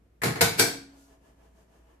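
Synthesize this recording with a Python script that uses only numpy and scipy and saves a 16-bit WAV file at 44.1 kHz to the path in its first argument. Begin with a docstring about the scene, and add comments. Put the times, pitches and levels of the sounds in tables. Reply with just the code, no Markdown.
"""Coffee equipment on a wooden counter

A stereo pair close to the counter in a small, hard room. Just to the left, steel gives a dull shove,
then two sharp clacks, the last led in by a brief rush of noise. Each contact thumps the counter and rings
the steel; one low tone lingers after the last. Faint rubbing strokes, a low hum and room noise remain."""
import sys
import numpy as np
from scipy import signal
from scipy.fft import rfft, irfft, next_fast_len
from scipy.io import wavfile
from scipy.ndimage import map_coordinates

SR = 44100
rng = np.random.default_rng(int(sys.argv[2]) if len(sys.argv) > 2 else 0)


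def digitize_waveform(pressure):
    """Quantize a signal to 16-bit integers and store it at the path in sys.argv[1].

    Rows of a 2-D input are taken as channels; values are limited to [-1, 1].
    """
    field = np.atleast_2d(pressure).T
    bounded = np.clip(field, -1, 1)
    quanta = np.round(bounded * 32767).astype(np.int16)
    wavfile.write(sys.argv[1], SR, quanta)


N = 88200

# Resonances of the three struck steel parts. Each row: frequency in Hz, half width in Hz, lift in dB.
DULL_PART = [(360, 30, 4), (1080, 35, 4), (1276, 40, 5), (1880, 110, 4), (2277, 40, 4), (4200, 120, 3),
             (6800, 90, 6), (7500, 110, 4), (10950, 150, 7)]
HARD_PART = [(165, 30, 3), (463, 25, 5), (690, 40, 3), (930, 45, 5), (1505, 70, 7), (2250, 80, 5),
             (3660, 80, 6), (3927, 50, 4), (4036, 45, 4), (4793, 60, 4), (6190, 50, 5), (6900, 110, 6),
             (8560, 60, 4), (12320, 80, 4)]
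BRIGHT_PART = [(333, 40, 6), (683, 30, 4), (1510, 50, 4), (1590, 45, 6), (2266, 35, 7), (2342, 35, 5),
               (4534, 70, 7), (5250, 110, 4), (6022, 55, 7), (7830, 130, 6), (8048, 50, 8), (8400, 100, 5),
               (9700, 60, 5), (12300, 250, 3)]
# Where a contact is coloured, in Hz: thump, body, clank, treble, top.
COLOUR_HZ = [130, 350, 1700, 4500, 12000]
# Contacts near the microphones. Each row: start in seconds, part, rise in seconds, gain in dB,
# crack over room tail in dB, then a gain in dB for each of the five colour bands.
CONTACTS = [(.2172, DULL_PART, 0.0021, -32.5, -2.5, 3.5, -0.5, 8, -10.5, -2.5),
            (.2335, DULL_PART, 0.002, -24, -1.5, 1.5, 4, 2, -3, -2),
            (.255, DULL_PART, 0.0027, -27.5, -2, 14.5, 4.5, -1, -5, -8),
            (.355, DULL_PART, .003, -33, 0.5, 2, 6.5, 2.5, -7.5, -11),
            (.4089, HARD_PART, .0004, -20, 1.5, -5.5, 0.5, 2.5, -1, -3),
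            (.4135, HARD_PART, 0.00034, -21, 3.5, 6.5, -5, 0, 1, 3.5),
            (.421, HARD_PART, 0.0026, -30.5, 7, 9, 4, 1, -4, 2),
            (.5955, BRIGHT_PART, 0.0011, -18, 2.5, -3, 1.5, -0.5, 2.5, 2.5)]
THUMP_LAG_S = 0.0061  # the heavy counter answers after the steel


def knocks():
    """Each contact excites steel and counter with its own strength and colour; the bass builds last."""
    out = np.zeros((2, N))
    t = np.arange(2 * SR // 3) / SR
    for start, part, rise, db, crack_db, *colour in CONTACTS:
        blow = treble_resonances(clatter(t, crack_db) + early_echoes(t))
        blow = resonant(blow + ringing_modes(t, part), part)
        tint = list(zip(COLOUR_HZ, colour))
        blow = filtered(blow, lambda hz: amp(curve(tint, hz)))
        bass = filtered(blow, lambda hz: 1 / (1 + (hz / 260) ** 4))
        blow = blow - bass * np.exp(-(t / THUMP_LAG_S) ** 2)
        add(out, amp(db) * blow * np.clip(t / rise, 0, 1), start)
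    return out


# Dense clatter of steel and wood. Each row: frequency in Hz, relative density in dB.
CLATTER_SPECTRUM = [(40, -34), (70, -10.5), (115, 4), (190, 1.5), (270, -0.5), (440, 3.5), (570, -5.5),
                    (720, 1.5), (1100, -5.5), (1550, -0.5), (2300, -1.5), (3100, -7), (4200, -2),
                    (6800, -7.5), (8200, -7), (10000, -7.5), (13500, -7.5)]
# The small room's tail. Each row: frequency in Hz, seconds to fall 60 dB.
ROOM_DECAY = [(100, 0.65), (400, .42), (1500, .42), (4500, 0.42), (8000, 0.36), (13000, .29)]
CRACK_T60_S = 0.054


def clatter(t, crack_db):
    """The short crack of the contact, and a dense ring that the room lets die band by band."""
    hz, times, bands = signal.stft(noise(CLATTER_SPECTRUM, size=len(t)), SR, nperseg=256)
    bands = bands * fade(times, curve(ROOM_DECAY, hz)[:, None])
    _, tail = signal.istft(bands, SR, nperseg=256)
    crack = amp(crack_db) * fade(t, CRACK_T60_S) * noise(CLATTER_SPECTRUM, size=len(t))
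    return tail[:, :len(t)] + crack


# Low modes of counter and machine case. Each row: frequency in Hz, relative level in dB,
# seconds to fall 60 dB.
CASE_MODES = [(110.6, -19.5, .25), (154.7, -17, 0.32), (220, -21, 0.21), (328.2, -21, 0.15),
              (463, -14, 0.37), (673, -19, 0.25), (806, -24, .28)]


def ringing_modes(t, part, steel_db=-24, steel_t60_s=0.28, gain_db=3.5, rise_s=0.011):
    """Counter, case and struck steel ring at their modes, a little differently at every blow."""
    steel_modes = [(hz, steel_db, steel_t60_s) for hz, *_ in part]
    out = np.zeros((2, len(t)))
    for hz, db, t60 in [*CASE_MODES, *steel_modes]:
        mic_phase = stereo_angle(hz) * rng.normal(0, 0.5, (2, 1))
        phase = 2 * np.pi * (hz * t + rng.random()) + mic_phase
        out += amp(db + rng.normal(0, 1)) * np.sin(phase) * fade(t, t60)
    return amp(gain_db) * out * (1 - np.exp(-t / rise_s))


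def treble_resonances(x, count=130, depth_db=2.6):
    """Countless lesser resonances ripple the treble, met differently at each contact."""
    ripple_hz = np.linspace(1425, 14250, count)
    ripple_db = depth_db * rng.standard_normal(count)
    return filtered(x, lambda hz: amp(np.interp(hz, ripple_hz, ripple_db, left=0)))


def early_echoes(t, count=30, spread_s=0.05, t60_s=0.085, gain_db=-5):
    """Single bounces off near surfaces reach each microphone at different times."""
    taps = np.zeros((2, len(t)))
    for mic in taps:
        mic[(rng.random(count) * spread_s * SR).astype(int)] = rng.standard_normal(count)
    echoes = unit(filtered(taps, lambda hz: amp(curve(CLATTER_SPECTRUM, hz))))
    echoes = echoes * np.sqrt(spread_s / t[-1])  # rms near 1 while the bounces arrive
    return amp(gain_db) * echoes * fade(t, t60_s)


def lead_in_swell(swell_db=24, swell_s=0.018, peak_db=-17):
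    """A brief rush of noise swells into the last clack, then dies with its crack."""
    clack_s, part, *_ = CONTACTS[-1]
    t = np.arange(N) / SR - clack_s
    swell = amp(swell_db * np.minimum(t, 0) / swell_s)
    decay = fade(np.maximum(t, 0), CRACK_T60_S)
    return amp(peak_db) * swell * decay * unit(resonant(noise(CLATTER_SPECTRUM), part))


def lingering_tone(hz=276.2, db=-36, t60_s=1.185):
    """One lightly damped steel mode rings on after the last clack."""
    t = np.maximum(np.arange(N) / SR - CONTACTS[-1][0], 0)
    return amp(db) * np.sin(2 * np.pi * hz * t) * fade(t, t60_s)


# Body and hiss of the rubbing. Each row: frequency in Hz, relative density in dB.
RUB_SPECTRUM = [(100, -9), (300, -2.5), (700, -5.5), (950, -3.5), (1250, -11), (1750, -14), (2200, -17.5),
                (3000, -16), (4000, -30), (12000, -40)]
HISS_SPECTRUM = [(500, -34), (3000, -7), (6500, -0.5), (9000, -4), (14000, -8.5)]
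# The body's hollow resonances. Each row: frequency in Hz, half width in Hz, lift in dB.
RUB_PEAKS = [(428, 14, 8.5), (659.5, 10.2, 13.5), (1720, 38, 9.5)]
# Strokes, faint at the microphones. Each row: middle and length in seconds, body and hiss levels in dB.
STROKES = [(0.945, 0.14, -61.5, -73), (1.024, 0.12, -72, -64.5), (1.125, 0.1, -61, -70),
           (1.275, 0.12, -61.5, -71.5), (1.44, 0.14, -62.5, -73.5), (1.598, .11, -63.5, -71.5),
           (1.755, 0.14, -63, -73.5), (1.916, 0.15, -63, -76.5)]


def rubbing():
    """Soft to-and-fro strokes: a hollow body with hiss on top."""
    t = np.arange(N) / SR
    body = unit(resonant(noise(RUB_SPECTRUM), RUB_PEAKS))
    hiss = noise(HISS_SPECTRUM)
    out = np.zeros((2, N))
    for middle, length, body_db, hiss_db in STROKES:
        swell = np.exp(-(2 * (t - middle) / length) ** 2)
        out += swell * (amp(body_db) * body + amp(hiss_db) * hiss)
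    return out


# Room noise all around the pair. Each row: frequency in Hz, relative density in dB.
ROOM_SPECTRUM = [(20, -14), (45, 2), (110, -6), (250, -5), (500, -12.5), (1000, -22.5), (2000, -25.5),
                 (4000, -35), (14000, -39)]


def room_tone(noise_db=-65.5, hum_hz=57.8, hum_db=-63.5, waver_db=1.5, points=14):
    """Low room noise and a slowly wavering hum lie behind everything."""
    t = np.arange(N) / SR
    waver = map_coordinates(rng.standard_normal(points), [np.linspace(0, points - 1, N)], mode="nearest")
    hum = amp(hum_db + waver_db * waver) * np.sqrt(2) * np.sin(2 * np.pi * hum_hz * t)
    return amp(noise_db) * noise(ROOM_SPECTRUM) + hum


# How alike the two microphones hear the room. Each row: frequency in Hz, coherence from 0 to 1.
MIC_COHERENCE = [(60, .99), (190, .96), (350, .42), (700, .22), (1200, .02), (12000, .03)]


def stereo_angle(hz):
    """Radians between the channels: 0 when alike, a right angle when unrelated."""
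    return np.arccos(np.clip(curve(MIC_COHERENCE, hz), -1, 1))


def noise(spectrum, size=N):
    """Stereo noise of rms 1, alike in the bass and unrelated in the treble."""
    def mid_side_gains(hz):
        turn = stereo_angle(hz) / 2
        return amp(curve(spectrum, hz)) * [np.cos(turn), np.sin(turn)]
    mid, side = filtered(rng.standard_normal((2, size)), mid_side_gains)
    return unit(np.array([mid + side, mid - side]))


def resonant(x, peaks):
    """Lift a sound at each resonance."""
    return filtered(x, lambda f: amp(sum(db / (1 + ((f - hz) / width) ** 2) for hz, width, db in peaks)))


def filtered(x, response):
    """Shape x by a gain that depends on frequency."""
    n = x.shape[-1]
    padded = next_fast_len(n + 8192)
    return irfft(rfft(x, padded) * response(np.fft.rfftfreq(padded, 1 / SR)), padded)[..., :n]


def curve(points, hz):
    """Interpolate (Hz, value) points on a log axis."""
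    freqs, values = np.transpose(points)
    return np.interp(np.log(hz + 1), np.log(freqs + 1), values)


def amp(db):
    """Decibels to gain."""
    return 10 ** (np.asarray(db) / 20)


def unit(x):
    """Scale to rms 1."""
    return x / np.sqrt(np.mean(x ** 2) + 1e-20)


def fade(t, t60):
    """Fall 60 dB every t60 seconds."""
    return np.exp(-np.log(1000) * t / t60)


def add(out, x, start_s):
    """Mix x into out from start_s."""
    i = round(start_s * SR)
    out[:, i:i + x.shape[1]] += x[:, :N - i]


# The equipment's place before the pair. Each row: frequency in Hz, left over right in dB.
LEFT_BIAS = [(100, 0.2), (500, 1), (1600, -0.3), (5000, 2.5), (13000, 1.2)]


def scene():
    """The equipment stands a little to the left; the quiet sounds fill the room."""
    sides = np.array([[0.5], [-0.5]])
    equipment = filtered(knocks() + lead_in_swell(), lambda hz: amp(curve(LEFT_BIAS, hz) * sides))
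    return equipment + lingering_tone() + rubbing() + room_tone()


def record(dry):
    """The recorder rounds off the highest peaks and cuts the top of the treble steeply."""
    ceiling, top_hz = 0.85, 14250
    rounded = dry / (1 + np.abs(dry / ceiling) ** 4) ** (1 / 4)
    return filtered(rounded, lambda hz: 1 / (1 + (hz / top_hz) ** 160))


dry = scene()
out = record(dry)
digitize_waveform(out)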